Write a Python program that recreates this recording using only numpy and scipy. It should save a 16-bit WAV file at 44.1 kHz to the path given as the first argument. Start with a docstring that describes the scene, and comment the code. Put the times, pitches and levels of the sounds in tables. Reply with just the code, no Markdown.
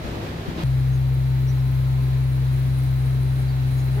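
"""A rumbling rush of air from big fans in a dairy barn, then a cut, with a small click, to the open yard.
There a pump (likely the milking vacuum pump) drones on two low notes, over mains hum and the thin
whine of a motor drive. Outdoor air rushes and a fine hiss sputters on the left. Cattle shift faintly,
small birds chirp far off, and a cow seems to start lowing at the end.
Air, hiss and scuffs are shaped noise; machine tones, chirps and the cow's note are wavering sines."""
import sys
import numpy as np
from scipy import signal
from scipy.fft import rfft, irfft
from scipy.io import wavfile
from scipy.ndimage import uniform_filter1d

SR = 44100
rng = np.random.default_rng(int(sys.argv[2]) if len(sys.argv) > 2 else 0)


def master(y):
    """Save y as 16-bit WAV."""
    cut = np.clip(np.atleast_2d(y).T, -1, 1)
    pcm = np.round(cut * 32767)  # scale
    wavfile.write(sys.argv[1], SR, pcm.astype(np.int16))


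N = 176400
TIME_S = np.arange(N) / SR

# Yard air spectrum. Each row: frequency in Hz, relative density in dB.
YARD_SPECTRUM = [(20, -33), (50, -1), (90, -1), (135, 1), (180, -4.5), (330, -9.5), (520, -14.5),
                 (740, -14.5), (1100, -18), (2200, -20.5), (2950, -25.5), (3750, -25), (4020, -23),
                 (4300, -26), (5200, -32.5), (7000, -35), (8500, -40), (12000, -35.5), (15800, -39)]
# Yard air stereo likeness. Each row: frequency in Hz, L/R correlation.
YARD_CORRELATION = [(100, .96), (290, 0.9), (640, 0.0017), (1200, -0.42), (2100, 0.23), (3500, -0.12),
                    (12000, 0.13)]
# Yard air balance. Each row: frequency in Hz, L-R in dB.
YARD_LEAN_DB = [(100, 11.5), (300, -1), (650, 3), (1200, 0.5), (4000, -1), (7000, 0.5), (10000, 3)]
# Yard air swell. Each row: time in seconds, gain in dB.
YARD_SWELL_DB = [(.64, 0), (1.2, -0.9), (2.2, -0.36), (2.7, 0.1), (3.3, 0), (3.9, 0.7)]

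# Bird calls. Each row: start and length in seconds, start and end pitch in Hz, peak level in dB.
BIRD_CHIRPS = [(0.558, 0.073, 3830, 3860, -51.5), (0.906, 0.079, 6400, 6430, -59),
               (1.468, 0.057, 5560, 5850, -49.5), (1.585, 0.038, 5400, 5540, -60),
               (3.469, 0.059, 4700, 4550, -53), (3.765, 0.066, 6750, 6700, -56.5),
               (3.783, 0.036, 5300, 5530, -58)]
# Scuffs and bumps. Each row: start and length in seconds, centre in Hz, peak level in dB, L-R in dB.
CATTLE_SCUFFS = [(0.011, 0.089, 61, -30.5, 4), (0.107, 0.13, 480, -39, -3), (0.48, 0.016, 167, -23, -2),
                 (.54, 0.16, 3800, -46.5, -4), (0.537, 0.2, 970, -46, 8), (2.648, 0.066, 243, -38, 5),
                 (3.533, 0.048, 676, -46, 4)]

# Lower hiss band. Each row: frequency in Hz, relative density in dB.
LOW_HISS_SPECTRUM = [(6500, -33), (8400, -6), (9200, -0.5), (10100, -0.5), (10750, 0), (11400, -3),
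                     (13000, -23)]
# Lower band envelope. Each row: time in seconds, base level on the left in dB.
LOW_HISS_DB = [(.64, -56), (.95, -60.5), (1.15, -58), (1.95, -57.5), (2.4, -55), (2.85, -56.5), (3.4, -54),
               (3.6, -60), (3.75, -53.5), (4, -52.5)]
# Upper hiss band. Each row: frequency in Hz, relative density in dB.
HIGH_HISS_SPECTRUM = [(9500, -23), (11200, -19), (12400, 1.5), (14500, -2), (15800, 0.5)]
# Upper band envelope. Each row: time in seconds, base level on the left in dB.
HIGH_HISS_DB = [(.64, -54), (.95, -55), (1.3, -52), (1.8, -49.5), (2.3, -52), (2.85, -50), (3.55, -53),
                (3.8, -49), (4, -52)]
# Swells of the lower band. Each row: start and length in seconds, boost in dB.
HISS_RUSTLES = [(2.48, 0.14, 3.8), (2.69, 0.23, 3.2), (2.93, .18, 2.7), (3.2, 0.11, 2.8), (3.33, 0.11, 2.2),
                (3.7, 0.078, 4)]
# Spurts in both bands. 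Each row: start in seconds, boost in dB.
HISS_SPURTS = [(1.14, 4), (1.277, 4), (1.352, 6), (1.45, 4), (1.715, 5.3), (1.763, 6.1), (2.033, 5),
               (2.715, 3), (2.785, 4), (2.832, 4.5), (3.059, 5)]

# Cow's voice. Each row: harmonic number, level in dB.
MOO_HARMONICS = [(1, -45), (2, -39), (3, -44), (4, -43), (7, -51), (9, -53)]
# Breath in the call. Each row: frequency in Hz, relative density in dB.
MOO_RASP_SPECTRUM = [(60, -12), (200, -2), (400, 0), (800, -6), (1200, -15), (2200, -18), (5000, -36)]

# Motor whine. Each row: multiple of the shaft rate, level before fading in dB, L-R in dB.
MOTOR_ORDERS = [(6, -55, 2), (9, -58, 2), (18, -62, 3), (24, -62, -5), (30, -64, -1), (32, -64, -2)]
# Other machine tones. Each row: frequency in Hz, level before fading in dB, L-R in dB.
MACHINE_WHINES = [(373, -58, 3), (459, -60, 2), (609, -62, 0), (872, -64, -2), (909, -65, 1),
                  (2296, -71, 0)]
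# Switching whine of the drive. Each row: sideband number, level before fading in dB.
DRIVE_SIDEBANDS = [(-2, -66.5), (-1, -68.5), (0, -71.5), (1, -67), (2, -68)]

# Fan rush spectrum. Each row: frequency in Hz, relative density in dB.
FAN_SPECTRUM = [(20, -21), (33, -10), (60, 3), (85, 1.5), (110, 3.5), (150, -1), (280, -5), (340, -3),
                (450, -9), (800, -12.5), (1250, -17), (2200, -20), (3900, -24), (6500, -34.5),
                (9800, -42.5), (11500, -37.5), (15800, -45)]
# Fan rush swell. Each row: time in seconds, gain in dB.
FAN_SWELL_DB = [(0, 0), (.08, 1.7), (.17, 2.1), (.27, 0), (.48, 0.8), (.6, 1.5)]
# Barn stereo likeness. Each row: frequency in Hz, L/R correlation.
BARN_CORRELATION = [(100, 0.98), (300, 0.9), (600, 0.42), (1100, -0.45), (2000, 0.17), (4000, -0.038),
                    (12000, .15)]
# Barn balance. Each row: frequency in Hz, L-R in dB.
BARN_LEAN_DB = [(200, 1.1), (800, 1.5), (2000, -.5), (4500, -4), (9000, 0)]
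# Fan blade and motor tones. Each row: frequency in Hz, level before fading in dB.
FAN_WHINES = [(75, -42), (161, -42), (235, -45), (333, -43), (480, -53), (640, -55), (1068, -55),
              (1283, -61), (3932, -65)]

# Pump drone. Each row: harmonic number, level at the cut in dB, L-R in dB, left lead in radians.
PUMP_HARMONICS = [(1, -28, 3, .13), (2, -19.5, 2.5, 0.38), (4, -57, -5, 0.35), (6, -70.5, -31, 0.43)]

CUT_S, CUT_FADE_S = .637, .001


def undb(db):
    """Decibels to gain."""
    return 10 ** (np.asarray(db) / 20)


def curve(rows):
    """Interpolate (s, value) rows per sample."""
    return np.interp(TIME_S, *np.array(rows, float).T)


def per_bin(rows):
    """Interpolate (Hz, value) rows per FFT bin, on a log axis."""
    hz, value = np.array(rows, float).T
    bin_hz = np.maximum(np.arange(N // 2 + 1) * SR / N, 1)
    return np.interp(np.log(bin_hz), np.log(hz), value)


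def ramp(start_s, length_s):
    """Linear rise from 0 to 1, then held."""
    return np.clip((TIME_S - start_s) / length_s, 0, 1)


def arch(start_s, length_s):
    """Half-sine swell."""
    return np.sin(np.pi * ramp(start_s, length_s))


def wander(rate_hz):
    """Smooth random drift, standard deviation 1."""
    width = max(int(SR / rate_hz), 2)
    drift = rng.standard_normal(N)
    for _ in range(2):
        drift = uniform_filter1d(drift, width, mode="wrap")
    return drift / drift.std()


def pan(lean_db):
    """Constant-power stereo gains; positive leans left."""
    lean_db = np.atleast_1d(lean_db)
    gains = undb(np.array([lean_db, -lean_db]) / 2)
    return gains / np.sqrt(np.mean(gains ** 2, axis=0))


def air(spectrum, correlation=None, lean_db=None):
    """Shaped stereo turbulence, rms 1."""
    mid, side = rfft(rng.standard_normal((2, N)))
    likeness = np.clip(per_bin(correlation), -.99, .99) if correlation else 0
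    bins = mid * np.sqrt(1 + likeness) + np.array([[1], [-1]]) * side * np.sqrt(1 - likeness)
    balance = pan(per_bin(lean_db)) if lean_db else 1
    noise = irfft(bins * undb(per_bin(spectrum)) * balance, N)
    return noise / noise.std()


def tone(hz, db, lean_db, lead_rad=0):
    """Stereo sine on a pitch track; the left leads by lead_rad."""
    phase = 2 * np.pi * (np.cumsum(hz * np.ones(N)) / SR + rng.random())
    offset_rad = np.array([[lead_rad], [-lead_rad]]) / 2
    return np.sqrt(2) * undb(db) * pan(lean_db) * np.sin(phase + offset_rad)


def whine(hz, db, lean_db, drift_hz=1.19, fade_db=4):
    """Far tone arriving by many paths, drifting and fading."""
    pitch_hz = hz + drift_hz * wander(3.96)
    level_db = db + fade_db * (wander(2.5) - .5)
    lead_rad = rng.uniform(-2.03, 1) * min(hz / 700, 2)
    return tone(pitch_hz, level_db, lean_db, lead_rad)


def yard_air(base_db=-35.5):
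    """Even rush of open air."""
    rush = air(YARD_SPECTRUM, YARD_CORRELATION, YARD_LEAN_DB)
    return rush * undb(base_db + curve(YARD_SWELL_DB) + .35 * wander(8))


def birds(rasp_hz=160):
    """Distant chirps: short glides, roughened by fast pitch jitter."""
    out = 0
    for start_s, length_s, from_hz, to_hz, db in BIRD_CHIRPS:
        glide_hz = from_hz + (to_hz - from_hz) * ramp(start_s, length_s)
        pitch_hz = glide_hz + rasp_hz * wander(900)
        out += arch(start_s, length_s) * tone(pitch_hz, db, lean_db=-2, lead_rad=.62)
    return out


def cattle_scuffs(skirt_octaves=.8):
    """Dull bumps and light rubbing, likely cattle shifting; none carries across the cut."""
    skirt = 2 ** skirt_octaves
    out = 0
    for start_s, length_s, hz, db, lean_db in CATTLE_SCUFFS:
        band = [(hz / skirt ** 2, -60), (hz / skirt, -14), (hz, 0),
                (hz * skirt, -24), (hz * skirt ** 2, -60)]
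        same_scene = (TIME_S < CUT_S) == (start_s < CUT_S)
        out += air(band) * pan(lean_db) * undb(db) * arch(start_s, length_s) * same_scene
    return out


def hiss(lean_db=18, sputter_db=2, sputter_hz=100, spurt_decay_s=.015):
    """Two very high noise bands on the left; both spurt, the lower also swells in rustles."""
    spurts_db = sum(db * (TIME_S >= start_s) * np.exp(-np.abs(TIME_S - start_s) / spurt_decay_s)
                    for start_s, db in HISS_SPURTS)
    rustles_db = sum(db * arch(start_s, length_s) for start_s, length_s, db in HISS_RUSTLES)
    shared_db = spurts_db + .96 * wander(sputter_hz)
    out = 0
    for spectrum, level_db in ((LOW_HISS_SPECTRUM, curve(LOW_HISS_DB) + rustles_db),
                               (HIGH_HISS_SPECTRUM, curve(HIGH_HISS_DB))):
        out += air(spectrum) * undb(level_db + shared_db + sputter_db * wander(sputter_hz))
    return out * pan(lean_db) / np.sqrt(2)


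def moo(start_s=3.94, attack_s=.05, voice_hz=203, jitter=.06, rasp_db=-38):
    """Rough, airy low note, likely a cow starting to call."""
    pitch_hz = voice_hz * (1 + jitter * wander(400))
    rasp = undb(rasp_db) * air(MOO_RASP_SPECTRUM, BARN_CORRELATION)
    voice = sum(tone(k * pitch_hz, db, lean_db=1) for k, db in MOO_HARMONICS)
    return ramp(start_s, attack_s) * (rasp + voice)


def click(gain_db=-23, decay_s=.0007, lowpass_hz=2600):
    """Short, slightly dull tick at the cut."""
    burst = rng.standard_normal(N) * np.exp(-np.abs(TIME_S - CUT_S) / decay_s)
    return undb(gain_db) * signal.lfilter(*signal.butter(1, lowpass_hz, fs=SR), burst)


def machines(shaft_hz=43.08, switching_hz=4020, spacing_hz=42.2):
    """Thin tones of a motor and other machinery, plus the drive's switching sidebands."""
    motor = sum(whine(k * shaft_hz, db, lean_db) for k, db, lean_db in MOTOR_ORDERS)
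    others = sum(whine(hz, db, lean_db) for hz, db, lean_db in MACHINE_WHINES)
    drive = sum(whine(switching_hz + k * spacing_hz, db, lean_db=-4) for k, db in DRIVE_SIDEBANDS)
    return motor + others + drive


def mains_hum(hz=99.9, db=-40):
    """One low electrical tone, wavering slightly in level."""
    return tone(hz, db + .88 * wander(2.4), lean_db=2.2, lead_rad=.2)


def barn_fans(base_db=-31.5, buffet_db=1.1):
    """Buffeting air with unsteady blade and motor tones."""
    rush = air(FAN_SPECTRUM, BARN_CORRELATION, BARN_LEAN_DB)
    rush *= undb(base_db + curve(FAN_SWELL_DB) + buffet_db * wander(25))
    return rush + sum(whine(hz, db, lean_db=1, drift_hz=4.86) for hz, db in FAN_WHINES)


def pump(fundamental_hz=65.29, speed_drift=.00098, flutter_db=.21, sag_db_per_s=.4):
    """Steady drone, strongest on harmonic 2, slowly sinking in level."""
    pitch_hz = fundamental_hz * (1 + speed_drift * wander(5.4))
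    sag_db = sag_db_per_s * (TIME_S - CUT_S)
    return sum(tone(k * pitch_hz, db - sag_db + flutter_db * wander(7), lean_db, lead_rad)
               for k, db, lean_db, lead_rad in PUMP_HARMONICS)


def scene():
    """The barn, then a hard cut with a click to the yard."""
    yard = pump() + mains_hum() + machines() + yard_air() + hiss() + moo()
    outside = ramp(CUT_S - CUT_FADE_S / 2, CUT_FADE_S)
    return (1 - outside) * barn_fans() + outside * yard + click() + birds() + cattle_scuffs()


def record(dry):
    """Steep elliptic low-pass on the top treble."""
    cutoff_hz = 15850
    return signal.sosfilt(signal.ellip(12, .1, 80, cutoff_hz, fs=SR, output="sos"), dry)


dry = scene()
out = record(dry)
master(out)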